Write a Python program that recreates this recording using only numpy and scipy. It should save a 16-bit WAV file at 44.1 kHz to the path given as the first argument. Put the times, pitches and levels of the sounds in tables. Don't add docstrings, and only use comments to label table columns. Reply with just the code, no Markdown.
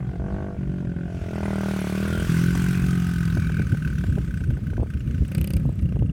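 import sys
import numpy as np
from scipy import signal
from scipy.fft import rfft, irfft, next_fast_len
from scipy.io import wavfile
from scipy.ndimage import uniform_filter1d, map_coordinates

SR = 44100
rng = np.random.default_rng(int(sys.argv[2]) if len(sys.argv) > 2 else 0)


def generate_wav(sig):
    pcm = np.round(np.clip(np.atleast_2d(sig).T, -1, 1) * 32767).astype(np.int16)
    wavfile.write(sys.argv[1], SR, pcm)


def ratio_of_db(decibels):
    return 10 ** (np.asarray(decibels, float) / 20)


N = 269875
T = np.arange(N) / SR


def unit(x):
    return x / np.sqrt(np.mean(x ** 2) + 1e-20)


def curves(rows):
    s, *cols = np.transpose(rows)
    return [np.interp(T, s, c) for c in cols]


def peaks(rows):
    levels = []
    for start, end, db, rise, fall in rows:
        levels.append(db - rise * np.maximum(start - T, 0) - fall * np.maximum(T - end, 0))
    return np.max(levels, axis=0)


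def wobble(rate_hz):
    knots = rng.standard_normal(int(N * rate_hz / SR) + 4)
    return map_coordinates(knots, [np.arange(N) * rate_hz / SR])


def filtered(x, response):
    m = next_fast_len(N + SR // 2, True) // 2 * 2
    return irfft(rfft(x, m) * response(np.fft.rfftfreq(m, 1 / SR)), m)[:N]


def low_pass(x, hz, order):
    return filtered(x, lambda f: 1 / (1 + (f / hz) ** order))


def high_pass(x, hz, order):
    return filtered(x, lambda f: 1 / (1 + (hz / (f + 1)) ** order))


def modes(rows):
    def response(f):
        total = 0
        for k, (hz, width, db) in enumerate(rows):
            damping = 1j * f * width
            total = total + (-1) ** k * ratio_of_db(db) * damping / (hz * hz - f * f + damping)
        return total
    return response


def steep(hz, width_hz):
    return lambda f: modes([(hz, width_hz, 0)])(f) ** 2


def causal(points):
    def response(f):
        hz, db = np.transpose(points)
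        cep = irfft(np.log(ratio_of_db(np.interp(np.log(f + 1), np.log(hz + 1), db)) + 1e-6))
        cep[1:len(cep) // 2] *= 2
        cep[len(cep) // 2 + 1:] = 0
        return np.exp(rfft(cep))
    return response


def noise(response):
    return unit(filtered(rng.standard_normal(N), response))


def patchy(x, depth_db):
    z = signal.stft(x, nperseg=512)[2]
    field = uniform_filter1d(rng.standard_normal(z.shape), size=6, axis=0)
    field = uniform_filter1d(field, size=8, axis=1)
    return unit(signal.istft(z * ratio_of_db(depth_db * unit(field)), nperseg=512)[1][:N])


def train(times, delay, jitter, scatter_db, level_db=0):
    chance = rng.standard_normal((len(times), 2))
    at = np.round((times + delay + jitter * chance[:, 0]) * SR).astype(int)
    return np.bincount(at, ratio_of_db(level_db + scatter_db * chance[:, 1]), N + SR)[:N]


def burst(pulses, rise, t60):
    t = np.arange(SR // 16) / SR
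    shape = ratio_of_db(-60 * t / t60) * (1 - np.exp(-t / rise))
    return signal.oaconvolve(pulses, shape * np.sqrt(SR / 40) / np.linalg.norm(shape))[:N]


def struck(times, rows, delay, rise, t60, scatter_db, level_db):
    total = 0
    for hz, width_hz, db in rows:
        part = burst(train(times, delay, 0.00024, scatter_db, level_db), rise, t60)
        total = total + ratio_of_db(db) * filtered(part * rng.standard_normal(N), steep(hz, width_hz))
    return unit(total)


# t/s, firing rate/Hz
SPEED = [(0, 46.19), (.128, 45.94), (.192, 45.91), (.358, 50.25), (.524, 49.02), (.62, 47.04), (.76, 45.76),
         (.972, 42.76), (1.1, 44.17), (1.24, 43.05), (1.328, 41.4), (1.52, 39.15), (1.69, 38.99),
         (1.86, 36.55), (2.13, 41.46), (2.24, 42.32), (2.33, 41.47), (2.54, 44.6), (2.79, 45.28),
         (3.22, 42.48), (3.9, 37.91), (4.17, 33.09), (4.35, 30.79), (4.75, 30.01), (5.21, 28.3),
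         (5.44, 32.81), (6.12, 28.49)]


def firings():
    turns = np.cumsum(curves(SPEED)[0]) / SR + .921
    return np.interp(np.arange(1, int(turns[-1]) + 1), turns, T)


# first t/s, last t/s, loss/dB
MISFIRES = [(.17, .17, 11.5), (.588, .588, 5), (.65, .65, 6), (.83, .83, 6), (.94, .94, 10),
            (1.17, 1.17, 4), (1.19, 1.19, 5), (2.24, 2.27, 7.5), (2.52, 2.55, 4), (2.73, 2.73, 2),
            (2.81, 2.81, 2), (3.445, 3.445, 4), (3.643, 3.643, 18), (3.668, 3.668, 3), (3.692, 3.692, 8),
            (3.743, 3.743, 5), (3.795, 3.795, 20), (3.9, 3.9, 8), (3.925, 3.925, 3), (3.954, 3.954, 8),
            (4.008, 4.008, 3), (4.066, 4.092, 10), (4.151, 4.185, 4), (4.213, 4.213, 10), (4.243, 4.275, 5),
            (4.309, 4.309, 3), (4.402, 4.402, 4), (4.468, 4.468, 22), (4.535, 4.535, 15), (4.568, 4.568, 4),
            (4.601, 4.601, 22), (4.634, 4.634, 12), (4.7, 4.735, 4), (4.8, 4.833, 16), (4.867, 4.867, 8),
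            (4.969, 5.005, 3), (5.039, 5.039, 24), (5.073, 5.073, 4), (5.178, 5.178, 5), (5.214, 5.214, 20),
            (5.285, 5.285, 9), (5.627, 5.693, 10), (5.725, 5.725, 5), (5.757, 5.757, 10), (5.823, 5.856, 7),
            (5.956, 5.956, 4), (6.023, 6.058, 4)]


def misfires(times):
    return -sum(db * (times > a - .011) * (times < b + .011) for a, b, db in MISFIRES)


# t/s, gas heat (0-1), bark over boom/dB, bark edge/dB, clatter over hiss/dB
THROTTLE = [(0, 0, -14.5, 8, -1.5), (.12, 0.1, -6.5, 6, -2), (.19, 0.76, -4, 1.5, -18),
            (.44, 0.9, -1.5, -4, -21), (0.584, 0.1, -12.5, 2, -1.5), (1.09, 1, -8.5, -6, -3),
            (1.33, 0.97, -9.5, 4, -5.5), (1.739, 0.91, -9.5, 1, -5.5), (1.93, 0.97, -9.5, -13, -6),
            (2.279, 0.09, -15.5, -25, -6.5), (2.55, 0.02, -17.5, 0, -3.5), (3, 0.04, -22.5, 0, -1.5),
            (3.4, 0.07, -25, -20, -1), (4.3, 0.2, -39, -29, 1.5), (5.281, 0.5, -15, 0, 8),
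            (5.6, 0, -16, -18, -5), (5.78, 0.58, -24, -1, 4)]


def throttle():
    grip_s = 0.02
    s, *cols = np.transpose(THROTTLE)
    now = np.clip(np.searchsorted(s, np.arange(N) / SR) - 1, 0, None)
    return [uniform_filter1d(c[now], size=round(grip_s * SR) + 1) for c in cols]


def late(f):
    from_hz, to_hz, lag_s = 200, 460, .006
    delay_s = np.interp(f, [from_hz, to_hz, 1.2 * to_hz], [-lag_s / 4, .6 * lag_s, lag_s / 6])
    return np.exp(-2j * np.pi * np.cumsum(delay_s) * f[1])


# t/s, level/dB
EXHAUST = [(0, -30.5), (.22, -36.5), (.4, -33.5), (.57, -43.5), (.6, -27), (1.06, -29), (1.09, -34.5),
           (1.27, -33.5), (1.34, -27.5), (1.9, -26.5), (2.16, -25.5), (2.27, -26), (2.288, -20), (3.3, -24),
           (4.1, -27), (5.2, -35), (5.32, -29.5), (6.12, -28.5)]
# f/Hz, level/dB
HOT = [(30, -56), (78, -7), (150, -12.5), (193, 0.5), (235, -19), (330, -9.5), (430, -9.5), (480, -20.5),
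       (635, -11), (700, -20.5), (760, -18.5), (1000, -29), (1300, -31.5), (1900, -44.5), (2400, -45),
       (3500, -78)]
# f/Hz, level/dB
COOL = [(30, -41.5), (90, -11), (132, 0.5), (155, 6.5), (178, 3.5), (222, -11), (300, -15), (360, -15.5),
        (405, -19), (480, -38), (580, -37), (640, -41), (715, -29.5), (800, -47), (2000, -81.5)]


def exhaust(times):
    boom_db = curves(EXHAUST)[0]
    heat, bark_db, edge_db, _ = throttle()
    heat = np.clip(heat, 0, 1)
    pulses = train(times, delay=.0007, jitter=.00004, scatter_db=.6, level_db=.8 * misfires(times))
    hot, cool = causal(HOT), causal(COOL)
    total = 0
    for share, muffler in ((heat, hot), (1 - heat, lambda f: cool(f) * late(f))):
        wave = filtered(pulses, muffler)
        boom = low_pass(wave, 260, 8)
        edge = wave - low_pass(wave, 700, 8)
        bark = (wave - boom + (ratio_of_db(edge_db) - 1) * edge) / np.std(wave - boom)
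        total = total + share * (ratio_of_db(boom_db) * unit(boom) + ratio_of_db(boom_db + bark_db) * bark)
    return total


# f/Hz, level/dB per Hz
RASP = [(300, -33.5), (480, 8.5), (650, -4.5), (1050, 1.5), (1400, -6.5), (2100, -7), (3200, -21.5),
        (6000, -63)]


def rasp(times):
    pulses = train(times, delay=0.0019, jitter=0.00059, scatter_db=4.0, level_db=misfires(times))
    rush = burst(pulses, rise=0.00083, t60=0.04)
    heat, bark_db, edge_db, _ = throttle()
    db = curves(EXHAUST)[0] + bark_db + edge_db - 3.1 * (1 - heat)
    return ratio_of_db(db - 16.5) * rush * noise(causal(RASP))


# t/s, peak level/dB, slope either side/dB per s
AIRBOX = [
    (.5, -64, 0),
    (1.6, -44.5, 39),
    (2.149, -37.5, 120),
    (2.45, -57, 62),
    (2.899, -47.5, 12),
]


def airbox(times):
    db = peaks([(s, s, top, slope, slope) for s, top, slope in AIRBOX])
    pulses = train(times, delay=.0065, jitter=.00003, scatter_db=1.5)
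    high = unit(filtered(pulses, steep(1410, 90)))
    low = unit(filtered(pulses, steep(1270, 90)))
    share = np.interp(T, [2.74, 2.9], [1, 0])
    return ratio_of_db(db) * (share * high + (1 - share) * low)


# from t/s, to t/s, level/dB
PUFFS = [
    (5.338, 5.57, -47),
    (5.706, 5.71, -70),
]
# f/Hz, width/Hz, level/dB
JET = [(8250, 1000, 3.5), (9700, 1800, 2.5), (11400, 2600, -9), (13400, 1200, 6.5), (16200, 1000, -17)]
# f/Hz, width/Hz, level/dB
PIPE = [(2440, 940, -3.5), (2800, 300, -0.5), (4670, 1000, -8.5), (6530, 2700, -22)]
# t/s, level/dB
TICKS = [(5.2799, -33), (5.5975, -40), (5.6294, -58), (5.6444, -54), (5.66, -42), (5.692, -42),
         (5.7244, -60), (5.7563, -41.5), (5.7824, -49), (5.8134, -42), (5.8213, -43), (5.8544, -57),
         (5.888, -59), (5.9229, -61), (5.9564, -54), (5.9674, -54), (5.9893, -49), (6.0212, -47),
         (6.0574, -54), (6.0974, -58)]
# f/Hz, width/Hz, level/dB
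GRIT = [(8200, 900, 0), (9600, 1300, 0), (11500, 3000, -7), (13300, 1600, -5)]


def tailpipe(times):
    open_db = peaks([(a, b, db, 500, 1307) for a, b, db in PUFFS])
    jets = struck(times, JET, delay=.0014, rise=.0003, t60=.007, scatter_db=3, level_db=0)
    ring = struck(times, PIPE, delay=0.002, rise=0.0005, t60=0.02, scatter_db=3, level_db=0)
    early = times[(times > 5.45) * (times < 5.58)] - .005
    s, db = np.transpose(TICKS)
    tick_db = np.r_[db, 0 * early - 47]
    ticks = struck(np.r_[s, early], GRIT, delay=0, rise=.0003, t60=.006, scatter_db=3, level_db=tick_db)
    return ratio_of_db(open_db) * (jets + ratio_of_db(-1.5) * ring) + ratio_of_db(-77.5) * ticks


# from t/s, to t/s, level/dB, f/Hz, width/Hz
BRANCH = [(0.014, 0.115, -54, 735, 60), (0.632, 0.857, -52.5, 587, 50), (0.865, 1.08, -52.5, 562, 50),
          (2.32, 2.517, -54.5, 558, 50), (2.62, 3.11, -53.5, 722, 70), (0.128, 0.543, -50, 683, 91.5),
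          (.13, 0.557, -49, 474, 79), (1.067, 1.298, -50.5, 684, 90), (2.05, 2.277, -46, 465, 60),
          (5.294, 5.58, -49, 535, 123), (0.266, 0.512, -55.5, 1130, 201)]


def branch(times):
    pulses = train(times, delay=.003, jitter=.00004, scatter_db=.5, level_db=.8 * misfires(times))
    total = 0
    for start, end, db, hz, width_hz in BRANCH:
        line = unit(filtered(pulses, steep(hz, width_hz)))
        total = total + ratio_of_db(peaks([(start, end, db, 300, 300)])) * line
    return total


# t/s, tyre and chain hiss level/dB, shield ring level/dB
PASS = [(0, -64, -59), (.38, -58, -49.5), (.56, -61, -58), (1.03, -62, -48), (1.15, -56.5, -58),
        (1.401, -47.5, -48), (1.65, -44, -41), (1.82, -43.5, -44.5), (2.149, -42, -39), (2.38, -40, -36.5),
        (3.05, -45, -43), (3.55, -51, -37.5), (3.9, -52, -39), (4.3, -55.5, -44), (4.7, -60.5, -44.5),
        (5.25, -58, -49.5), (5.6, -58.5, -59), (6.12, -66, -60.5)]
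# f/Hz, width/Hz, level/dB
RINGS = [(1512, 82, 10), (1604, 540, -12)]


def blow_level(times):
    s, _, db = np.transpose(PASS)
    return np.interp(times, s, db) + misfires(times)


def shield_ring(times):
    blow_db = blow_level(times)
    blows = train(times, delay=.0016, jitter=.0003, scatter_db=1.5, level_db=blow_db - 11)
    steady = uniform_filter1d(blows, size=SR // 8) * SR / 40
    shake = burst(blows, rise=.0012, t60=.024) + .15 * steady
    white = rng.standard_normal(N)
    exact = train(times, delay=0.0006, jitter=0.00015, scatter_db=1.2, level_db=blow_db - 3)
    n = np.arange(SR // 400)
    cycles = np.hanning(len(n)) * np.cos(2 * np.pi * 1520 * n / SR)
    exact = 36 / 27 * signal.oaconvolve(exact, cycles)[:N]

    def shield(f):
        return modes(RINGS)(f) * (1j * f / (1j * f + 1100)) ** 4 * (3500 / (1j * f + 3500)) ** 3

    return filtered(shake * white + exact, shield) / np.std(filtered(white, shield))


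# f/Hz, width/Hz, level/dB
CLATTER = [(1960, 1400, -2.5), (2580, 580, -1), (3130, 140, -6.5), (3940, 5200, -12), (6010, 1100, -11.5),
           (8240, 1600, -14.5), (9700, 3000, -16.5), (14100, 4800, -20)]
# f/Hz, level/dB per Hz
HISS = [(470, -27.5), (800, -13.5), (1190, -3.5), (1530, -5.5), (1710, -6.5), (2560, -8), (4180, -16),
        (6150, -17), (14100, -28.5), (16400, -30), (17500, -59)]


def running_gear(times):
    blow_db = blow_level(times)
    weak_db = .5 * (blow_db - uniform_filter1d(blow_db, size=9))
    clatter = struck(times, CLATTER, delay=.0015, rise=.003, t60=.035, scatter_db=2.2, level_db=weak_db)
    hiss_db = curves(PASS)[0]
    bright = high_pass(clatter, 4500, 4)
    dulling = .4
    clatter = clatter + (ratio_of_db(dulling * (hiss_db - hiss_db.max()) + 2.0) - 1) * bright
    flicker_db = 0.58 * wobble(30) + 1.03 * wobble(6.4)
    hiss = ratio_of_db(hiss_db + flicker_db) * patchy(noise(causal(HISS)), depth_db=2.3)
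    gear = hiss + ratio_of_db(hiss_db + throttle()[3]) * clatter
    air_db = np.interp(T, [1.02, 2.02], [-4.5, 4])
    return gear + (ratio_of_db(air_db) - 1) * high_pass(gear, 9000, 6)


# from t/s, to t/s, level/dB, f/Hz, width/Hz
PINGS = [
    (1.42, 1.52, -52, 2050, 250),
    (3.2, 3.6, -63, 4650, 280),
    (3.27, 3.6, -59.5, 3800, 240),
    (3.8, 4.05, -56.5, 2650, 330),
    (5, 5.27, -59, 2800, 350),
    (5.84, 6.12, -59, 2800, 250),
]


def pings(times):
    loss_db = 0.49 * misfires(times)
    total = 0
    for start, end, db, hz, width_hz in PINGS:
        ring = struck(times, [(hz, width_hz, 0)], delay=0.0017, rise=.0005, t60=0.012,
                      scatter_db=2.5, level_db=loss_db)
        total = total + ratio_of_db(peaks([(start, end, db, 100, 100)])) * ring
    return total


# t/s, peak
# level/dB, f/Hz
SQUEAKS = [(1.3516, -41, 8240), (1.454, -38, 9200), (1.5567, -37, 8700), (1.807, -28.5, 11160),
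           (1.947, -41, 9460), (2.0771, -33, 9600), (2.1978, -31, 8800), (2.551, -30, 8500),
           (3.1122, -43, 7820), (3.1786, -44, 8400), (3.2535, -36, 8540), (3.42, -42, 8260),
           (3.4689, -41, 9700), (3.7183, -48, 8250), (3.7697, -63, 9250), (3.8236, -54, 8000),
           (3.9, -40, 8390), (4.1023, -40, 7900), (4.1838, -45, 8350), (4.2756, -62, 7400),
           (4.3745, -42, 8200), (4.4751, -48, 8900), (4.5509, -46, 8200), (4.766, -57, 7280),
           (4.8293, -46, 8400), (4.8987, -49.5, 8100), (4.9959, -44, 7250), (.806, -56, 6500),
           (.825, -29, 620), (5.5045, -37, 13200), (5.536, -35, 13100), (5.568, -42, 13400),
           (2.551, -27, 6100), (2.551, -32, 3320), (2.62, -41, 6040), (2.55, -21.5, 1120),
           (2.746, -21.5, 2500), (2.747, -27, 1940), (2.955, -31, 2110), (3.667, -43, 6500),
           (3.985, -38, 5800), (4.667, -46, 15200), (5.371, -43, 8100), (5.594, -52, 8600),
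           (5.7244, -48, 8130), (5.821, -48, 8000), (5.858, -52, 16000), (6.0701, -52, 8300)]


def squeaks():
    out = np.zeros(N + SR)
    t = np.arange(SR // 25) / SR
    for s, db, hz in SQUEAKS:
        envelope = ratio_of_db(db - 1.0 - 60 * t / 0.015) * (1 - np.exp(-t / 0.00048))
        out[round(s * SR):][:len(t)] += envelope * np.sin(2 * np.pi * hz * t * (1 - 2.5 * t))
    return out[:N]


# from t/s, to t/s, level/dB, f/Hz, width/Hz
BUZZES = [
    (1.38, 1.56, -59, 2020, 260),
    (1.93, 2.1, -54, 1120, 200),
    (2.17, 2.25, -48, 3150, 300),
    (2.74, 2.81, -48, 2450, 300),
    (4.09, 4.56, -74, 8150, 330),
    (3.4, 3.65, -55, 2350, 300),
    (1.45, 2.2, -64, 9600, 1800),
]


def buzzes():
    total = 0
    for start, end, db, hz, width_hz in BUZZES:
        level_db = peaks([(start, end, db, 200, 200)]) + 4 * wobble(35)
        total = total + ratio_of_db(level_db) * noise(steep(hz, width_hz))
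    return total


# t/s, level/dB
WIND = [(0, -29), (1.3, -31.5), (1.45, -37), (1.96, -44), (2.18, -27.5), (3, -26), (3.5, -25.5), (4, -24),
        (4.25, -26), (4.4, -23.5), (4.9, -28.5), (5.1, -20.5), (5.33, -29), (6.12, -20.5)]
# t/s, peak level/dB, slope either side/dB per s
GUSTS = [(0.219, -21.5, 97), (.34, -25, 154), (.4, -23, 120), (.68, -24.5, 128), (1.17, -23, 94),
         (1.67, -42, 150), (2.28, -24.5, 100), (2.52, -22.5, 110), (2.7, -35, 40), (3.119, -22.5, 108),
         (3.27, -21.5, 205), (3.371, -15, 255), (3.6, -17.5, 102), (3.731, -17.5, 191), (3.88, -18.5, 130),
         (4.03, -26, 57.5), (4.13, -16, 84), (4.41, -20, 203), (4.51, -15, 204), (4.633, -17, 196),
         (4.701, -16, 220), (4.79, -19.5, 82), (4.96, -21.5, 116), (5.209, -19.5, 69.5),
         (5.401, -16.5, 179), (5.56, -17, 151), (5.669, -16, 131), (5.85, -18, 105), (6.018, -17, 81)]
# f/Hz, level/dB per Hz
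RUMBLE = [(15, -45), (25, -17.5), (58, 3.5), (145, -4.5), (201, -12.5), (249, -15), (282, -21),
          (400, -30.5), (601, -40.5), (1000, -112), (1300, -101), (2200, -120)]


def buffeting():
    gusts_db = peaks([(s, s, db, slope, slope) for s, db, slope in GUSTS])
    strength_db = np.maximum(curves(WIND)[0], gusts_db)
    flutter_db = np.interp(T, [3.2, 3.5], [-4, 0])
    lumps = ratio_of_db(0.45 * wobble(14) + 2.0 * wobble(35))
    air = noise(causal(RUMBLE))
    deep_db = np.interp(T, [2.2, 2.4], [3, -4])
    air = air + (ratio_of_db(deep_db) - 1) * low_pass(air, 48, 8)
    low = low_pass(air, 220, 6)
    crests = unit(np.abs(uniform_filter1d(low ** 2, size=SR // 80)) ** 0.32)
    return ratio_of_db(strength_db + 0.5) * unit(lumps * (low + ratio_of_db(flutter_db) * crests * (air - low)))


# t/s, peak level/dB, length/s
SLAPS = [(0.825, -43, .008), (.829, -37, .006), (0.937, -39.5, .006), (1.165, -47, .0075),
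         (2.553, -35, .0096), (3.37, -31, 0.0044), (3.373, -32, 0.0046), (3.384, -49, .005),
         (3.499, -41, .0064), (3.586, -45, .008), (3.597, -37, .008), (3.604, -41, .008),
         (3.63, -47, 0.0087), (3.739, -44, .006), (3.748, -37.5, .0073), (4.04, -33.5, .004),
         (4.043, -36, .005), (4.168, -45, 0.0046), (4.173, -38, 0.0055), (4.178, -32, 0.0048),
         (4.183, -34, .006), (4.188, -45, .006), (4.407, -50, 0.0058), (4.414, -44, .0066),
         (4.508, -38, 0.0066), (4.573, -39, .0082), (4.59, -42, .006), (4.731, -38, .005),
         (4.779, -29, .003), (4.782, -35.5, .004), (4.796, -37, .004), (4.802, -33, .004),
         (4.816, -37, .004), (4.825, -32, 0.0026), (4.831, -26, 0.006), (4.861, -41.5, .006),
         (5.654, -31.5, 0.0036), (5.691, -33, 0.0064), (5.718, -46, 0.0045), (5.923, -37, 0.0036),
         (5.959, -37, .005), (5.968, -33, .004), (6.023, -31, 0.0042)]
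# f/Hz, level/dB
SLAP = [(40, -40), (150, 4.5), (400, -0.5), (800, -12.5), (1200, -24.5), (2500, -88), (5000, -115)]


def wind_slaps():
    slaps = np.zeros(N + SR)
    for s, db, length_s in SLAPS:
        u = np.arange(SR // 25) / SR / length_s
        eddy = np.exp(-u * 2.4) * rng.standard_normal(len(u)) * (rng.random(len(u)) < .008)
        eddy[0] = 1
        slaps[round(s * SR):][:len(u)] += ratio_of_db(db + 43.5) * eddy
    return filtered(slaps[:N], causal(SLAP))


# f/Hz, level/dB per Hz
FIELD = [(400, -35), (600, -1), (850, -20), (1210, -33), (1540, -8.5), (2100, -18), (2510, -21.5),
         (3400, -21), (3800, -33.5), (10300, -31.5), (11200, -53), (14000, -38), (15700, -40), (17300, -57),
         (18000, -81)]


def field():
    return ratio_of_db(-61) * noise(causal(FIELD))


def scene():
    times = firings()
    engine = exhaust(times) + rasp(times) + airbox(times) + tailpipe(times) + branch(times)
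    metal = shield_ring(times) + running_gear(times) + pings(times) + squeaks() + buzzes()
    return (engine + metal + buffeting() + wind_slaps() + field())[None]


def top_cut(x):
    return signal.sosfilt(signal.butter(12, 18250, fs=SR, output="sos"), x)


def record(dry):
    cut = filtered(dry[0], lambda f: (1j * f / (1j * f + 34)) ** 3)
    soft = cut / (1 + np.abs(cut / .34) ** 6) ** (1 / 6)
    end_s = .004
    soft = soft * np.clip(np.arange(N, 0, -1) / SR / end_s, 0, 1)
    mix = low_pass(soft, 17800, 60)
    return top_cut(mix[None])


dry = scene()
out = record(dry)
generate_wav(out)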